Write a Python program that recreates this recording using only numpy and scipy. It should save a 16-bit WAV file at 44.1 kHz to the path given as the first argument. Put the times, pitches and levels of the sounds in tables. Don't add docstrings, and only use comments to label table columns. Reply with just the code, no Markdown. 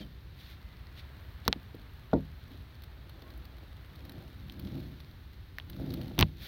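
import sys
import numpy as np
from scipy import signal
from scipy.fft import rfft, irfft, next_fast_len
from scipy.io import wavfile
from scipy.ndimage import uniform_filter1d

SR = 44100
rng = np.random.default_rng(int(sys.argv[2]) if len(sys.argv) > 2 else 0)


def to_wav(s):
    ch = np.atleast_2d(s).T
    pcm = np.round(np.clip(ch, -1, 1) * 32767)
    wavfile.write(sys.argv[1], SR, pcm.astype(np.int16))


N = 285327
TIME = np.arange(N) / SR


def from_db(db):
    return 10 ** (np.asarray(db) / 20)


def rms_one(x):
    return x / np.sqrt(np.mean(x ** 2) + 1e-20)


def add(track, start_s, sound):
    at = int(np.clip(round(start_s * SR), 0, N - 1))
    track[at:at + len(sound)] += sound[:N - at]


def drift(per_s):
    width = max(int(SR / per_s), 1)
    smoothed = uniform_filter1d(rng.standard_normal(N), width, mode="wrap")
    return rms_one(uniform_filter1d(smoothed, width, mode="wrap"))


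def colour(x, spectrum):
    size = 2 * next_fast_len(N // 2 + SR // 10)
    pitch_hz, level_db = np.transpose(spectrum)
    bins_hz = np.maximum(np.arange(size // 2 + 1) * SR / size, 1)
    gain = from_db(np.interp(np.log(bins_hz), np.log(pitch_hz), level_db))
    cepstrum = irfft(np.log(gain))
    cepstrum[1:size // 2] *= 2
    cepstrum[size // 2 + 1:] = 0
    return irfft(rfft(x, size) * np.exp(rfft(cepstrum)))[:N]


def noise(spectrum):
    return rms_one(colour(rng.standard_normal(N), spectrum))


def soften(x, cut_hz):
    return signal.sosfilt(signal.butter(2, min(cut_hz, SR / 2 - 1), fs=SR, output="sos"), x + 1e-18)


def ring(force, pitch_hz, fade_s):
    decay = np.exp(-np.log(1000) / (fade_s * SR))
    step = 2 * np.pi * pitch_hz / SR
    return signal.lfilter([0, np.sin(step)], [1, -2 * decay * np.cos(step), decay * decay], force + 1e-18)


def bumps(per_s, spread_db):
    sizes = from_db(spread_db * np.minimum(rng.exponential(1, N), 4))
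    return sizes * rng.choice([-1, 1], N) * (rng.random(N) < per_s / SR)


def stroke(peak_s, rise_s, hold_s, fall_s, range_db=23.5):
    before = np.maximum(peak_s - TIME, 0) / rise_s
    after = np.maximum(TIME - peak_s - hold_s, 0) / fall_s
    return from_db(-range_db * np.minimum(before + after, 10))


def strokes(rows):
    power = sum((from_db(row[4:])[:, None] * stroke(*row[:4])) ** 2 for row in rows)
    return np.sqrt(power)


def yard():
    # pitch_hz, level_db
    rumble_tone = [(20, -10), (35, -15.5), (60, -1), (100, -8.5), (150, -16.5), (220, -24.5), (400, -30.5),
                   (700, -51), (1500, -53), (5000, -44)]
    # pitch_hz, level_db
    hiss_tone = [(200, 3.5), (700, 2.5), (1700, 3.5), (2700, -3), (4000, -5), (6000, -14), (8000, -2),
                 (11000, -12.5), (15000, -3)]
    # time_s, relative_level_db
    hiss_levels = [(0.0, -67.5), (1.08, -61), (2.56, -64), (3.95, -63), (5.51, -66.5), (5.97, -64.5),
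                   (6.47, -72)]
    rumble_db = -48 + 0.24 * drift(per_s=18)
    hiss_db = 5 + np.interp(TIME, *np.transpose(hiss_levels))
    return from_db(rumble_db) * noise(rumble_tone) + from_db(hiss_db) * noise(hiss_tone)


def squeaks_and_whistle():
    # start_s, length_s, from_hz, to_hz, level_db
    slides = [(0, 0.052, 3190, 3060, -53), (0.568, .25, 2086, 1974, -66.5),
              (3.225, 0.098, 1024, 1150, -60.5)]
    out = np.zeros(N)
    waver = 1 + 0.0106 * drift(per_s=150)
    for start_s, length_s, from_hz, to_hz, level_db in slides:
        along = np.linspace(0, 1, int(length_s * SR))
        pitch_hz = (from_hz + (to_hz - from_hz) * along) * waver[:len(along)]
        tone = np.sin(2 * np.pi * np.cumsum(pitch_hz) / SR)
        add(out, start_s, from_db(level_db) * np.sin(np.pi * along) * tone)
    return out


def jacket(speed):
    # peak_s, rise_s, hold_s, fall_s, swish_db, crinkle_db
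    movements = [(0, 0.067, 0.011, 0.054, -50, -66), (.395, 0.064, 0.13, 0.068, -55, -54),
                 (.985, .06, 0.012, 0.038, -49.5, -54), (1.18, 0.087, .16, .1, -73, -60),
                 (1.452, .01, 0.015, .03, -54.5, -62), (1.94, .1, 0.09, .1, -84, -65),
                 (2.36, .08, .03, .08, -85, -59), (2.51, .03, 0.018, 0.062, -67, -66),
                 (3.3, 0.27, 0.045, 0.18, -81, -58), (6.425, 0.07, .05, .1, -46, -43.5)]
    # pitch_hz, level_db
    swish_tone = [(300, -6), (1000, -16), (1900, -3), (2700, -7), (3700, -0.5), (6000, -7), (9000, -9),
                  (15000, -14.5)]
    # pitch_hz, level_db
    crinkle_tone = [(4000, -14), (8000, -9), (11500, -1), (15000, 2)]
    still_swish_db, still_crinkle_db = -66, -62.5
    ride_swish_db, ride_crinkle_db = -60.5, -55.5
    swing, folding = strokes(movements)
    riding = speed ** 0.72
    swish_gain = np.hypot(swing, from_db(still_swish_db) + from_db(ride_swish_db) * riding)
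    crinkle_gain = np.hypot(folding, from_db(still_crinkle_db) + from_db(ride_crinkle_db) * riding)
    swish = noise(swish_tone) * from_db(1.17 * drift(per_s=130))
    crinkle = noise(crinkle_tone) * from_db(0.69 * drift(per_s=380))
    return swish_gain * swish + crinkle_gain * crinkle


def fine_grit(speed):
    ticks = np.abs(bumps(per_s=13 + 160 * speed, spread_db=1.0))
    tick_fade = np.exp(-TIME[:SR // 100] / 0.00083)
    crumble = signal.fftconvolve(ticks, tick_fade)[:N]
    return from_db(-45) * crumble * noise([(1000, -13), (4000, -6.5), (7000, -8), (13000, -5.5)])


def crunches():
    # time_s, rasp_db, sparkle_db
    pinches = [(1.452, -50, -43), (1.75, -68, -44), (2.135, -44.5, -77), (2.821, -55, -44),
               (2.837, -49, -38), (3.095, -51, -41), (3.221, -48.5, -45), (3.304, -52, -47),
               (3.376, -75, -41.5), (3.453, -50, -41), (3.955, -57, -47), (4.052, -50.5, -41),
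               (4.095, -47, -37), (4.12, -53, -40), (4.522, -50.5, -40), (4.596, -47.5, -34),
               (4.649, -50.5, -46), (4.673, -51, -52), (4.802, -51, -45), (5.003, -47.5, -46),
               (5.6988, -48.5, -32), (5.7305, -53, -60), (5.764, -51, -44), (5.905, -44.5, -39),
               (5.939, -41.5, -29), (6.014, -44.5, -38.5), (6.08, -53, -43)]
    swell = TIME[:SR // 40] / 0.0017
    shape = swell * np.exp(1 - swell)
    rasp_gain, sparkle_gain = np.zeros((2, N))
    for time_s, rasp_db, sparkle_db in pinches:
        add(rasp_gain, time_s - .001, from_db(rasp_db) * shape)
        add(sparkle_gain, time_s - .001, from_db(sparkle_db) * shape)
    rasp = noise([(300, -11), (1500, 10), (2600, 5), (4000, 14.0), (6000, 8.5), (9000, -39.0)])
    sparkle = noise([(3000, -58), (8000, -23.5), (14000, -17)])
    return rasp_gain * rasp + sparkle_gain * sparkle


def cracks():
    # start_s, snap_db, pitch_hz, fade_s, splinter_db, rattle_db
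    grains = [(1.4794, -13.5, 6400, 0.0033, 9.5, -33), (1.479, -14.5, 1100, 0.0086, -22, -12),
              (1.4828, -38, 5200, 0.0018, 2, -10), (1.528, -5.5, 3750, 0.00066, -55, -25),
              (4.498, -31, 3420, 0.0033, -5, -18), (5.5847, -25.5, 1820, 0.007, -1.5, -22.5),
              (5.5996, -30, 3230, 0.0035, -16, -25), (6.18, -35.5, 3540, 0.0025, -22, 1),
              (6.1907, -10, 3560, 0.0046, 5.5, -15), (6.2007, -20, 2440, 0.0035, 8, -7.5),
              (6.21, -20, 3900, 0.00087, 16, -3.5), (6.2128, -17, 2260, 0.0027, -16, -19),
              (6.2216, -19, 4100, 0.0023, -18, -23), (6.2265, -3.5, 2930, 0.0019, -36, -18.5)]
    # pitch_hz, level_db
    splinter_tone = [(1500, -21.5), (5500, 7), (7000, 3), (11500, -2.5), (14000, 5)]
    snaps, clicks, spray, rattle = np.zeros((4, N))
    t = TIME[:SR // 20]
    for start_s, snap_db, pitch_hz, fade_s, splinter_db, rattle_db in grains:
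        ping = np.sin(2 * np.pi * pitch_hz * t) * np.exp(-np.log(1000) * t / fade_s)
        snap = np.diff(soften(ping, cut_hz=1.65 * pitch_hz), prepend=0)
        add(snaps, start_s, from_db(snap_db) * snap / np.abs(snap).max())
        add(clicks, start_s, from_db(snap_db + splinter_db) * signal.unit_impulse(1))
        add(spray, start_s, from_db(snap_db + splinter_db) * np.exp(-t / 0.00094))
        add(rattle, start_s, from_db(snap_db + rattle_db) * np.exp(-t / 0.004))
    crumbs = from_db(-10) * spray * rng.standard_normal(N)
    splinters = colour(from_db(9.5) * clicks + crumbs, splinter_tone)
    wood = noise([(250, -9.5), (600, 0), (950, 0), (1600, -9.5), (3500, -12.0), (8000, -31)])
    return snaps + splinters + rattle * wood


def plank(force, ring_share):
    # pitch_hz, level_db, fade_s
    tones = [(89, -16, 0.5), (116, -34, 0.45), (150.4, -8.5, 0.35), (192.4, -5.5, 0.28),
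             (229.4, -13.5, 0.22), (263.8, -2.5, 0.21), (340.7, 0.5, 0.104), (415, -1.5, 0.015),
             (494, -2, 0.083), (525, -18, 0.13), (642, -2, 0.059), (750, 1.5, 0.031), (917, -12, 0.13),
             (1140, -4.5, 0.023), (1423, -0.5, 0.033), (1910, -22, 0.19)]
    out = np.zeros(len(force))
    for k, (pitch_hz, level_db, fade_s) in enumerate(tones):
        direction = (-1) ** (k // 2)
        out += direction * from_db(level_db) * ring(force, pitch_hz, fade_s * ring_share)
    return out


def rolling(rumble_gain, gritty_gain):
    humps = bumps(per_s=1200, spread_db=2.0)
    grains = bumps(per_s=900, spread_db=1.5)
    rumble = plank(soften(humps, cut_hz=184), ring_share=0.48)
    gritty = plank(np.diff(grains, prepend=0), ring_share=0.47)
    return rumble_gain * rms_one(rumble) + gritty_gain * rms_one(soften(gritty, cut_hz=403))


def knocks_and_bumps():
    # start_s, ring_db, cut_hz, ring_share, thud_db
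    contacts = [(0.005, -32, 148, 0.3, -55), (1.462, -41.5, 500, 0.48, -42),
                (1.4785, -30, 635, 0.63, -25.5), (1.557, -38, 235, 0.68, -60), (1.744, -45, 320, 0.96, -65),
                (2.1314, -21.5, 890, 0.98, -55), (2.1427, -26.5, 280, 0.9, -25),
                (3.221, -52.5, 350, 1, -62), (3.629, -60.5, 800, 0.95, -79),
                (4.651, -31.5, 198, 0.31, -33.5), (5.797, -45, 780, 1, -35), (5.91, -27, 115, 0.66, -35),
                (5.9736, -28, 150, 0.92, -50), (6.11, -47, 900, 0.82, -57), (6.1866, -16.5, 218, 0.27, -27),
                (6.2117, -22, 135, 1, -18.5), (6.2253, -18.5, 170, 0.5, -25.5)]
    out = np.zeros(N)
    click = signal.unit_impulse(SR // 2)
    t = TIME[:len(click)]
    thud = ring(soften(click, cut_hz=127), pitch_hz=63.4, fade_s=0.1)
    wood_band = signal.butter(3, [150, 570], "band", fs=SR, output="sos")
    for start_s, ring_db, cut_hz, ring_share, thud_db in contacts:
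        ringing = plank(soften(click, cut_hz), ring_share)
        blur = rms_one(signal.sosfilt(wood_band, rng.standard_normal(len(t))))
        blur = soften(blur * np.exp(-t / (0.021 * ring_share)), cut_hz)
        add(out, start_s, from_db(ring_db) * (ringing + from_db(0.5) * blur) + from_db(thud_db) * thud)
    return out


def scene():
    # peak_s, rise_s, hold_s, fall_s, rumble_db, gritty_db
    rolls = [(0, .05, 0.007, .11, -40, -53.5), (2.52, 0.12, 0.026, 0.15, -51, -62),
             (3.25, 0.76, 0.043, 0.85, -80, -59), (4.17, .4, 0.042, 0.18, -50, -54),
             (4.75, 0.5, 0.025, 0.34, -39.5, -59.5), (5.82, 0.19, 0.19, 0.43, -37, -53.5),
             (6.2, 0.017, 0.0065, 0.062, -25, -39)]
    full_speed_db = -33.5
    rumble_gain, gritty_gain = strokes(rolls)
    speed = np.minimum(rumble_gain / from_db(full_speed_db), 1)
    background = yard()
    board = knocks_and_bumps() + rolling(rumble_gain, gritty_gain)
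    grit = cracks() + crunches() + fine_grit(speed)
    return (background + board + grit + jacket(speed) + squeaks_and_whistle())[None]


def record(dry):
    # pitch_hz, level_db
    microphone_tone = [(20, 1), (4300, 0), (4950, -7.5), (5600, -9.5), (6500, -14.5), (7600, -23),
                       (9000, -17.5), (10400, -17), (11300, -14), (12000, -13.5), (14300, -10.5),
                       (16000, -14)]
    lowest_hz, highest_hz = 36, 15900
    bass_cut = signal.butter(3, lowest_hz, "high", fs=SR, output="sos")
    top_cut = signal.ellip(10, .2, 80, highest_hz, fs=SR, output="sos")
    heard = signal.sosfilt(bass_cut, colour(dry[0], microphone_tone))
    return signal.sosfilt(top_cut, heard)[None]


dry = scene()
out = record(dry)
to_wav(out)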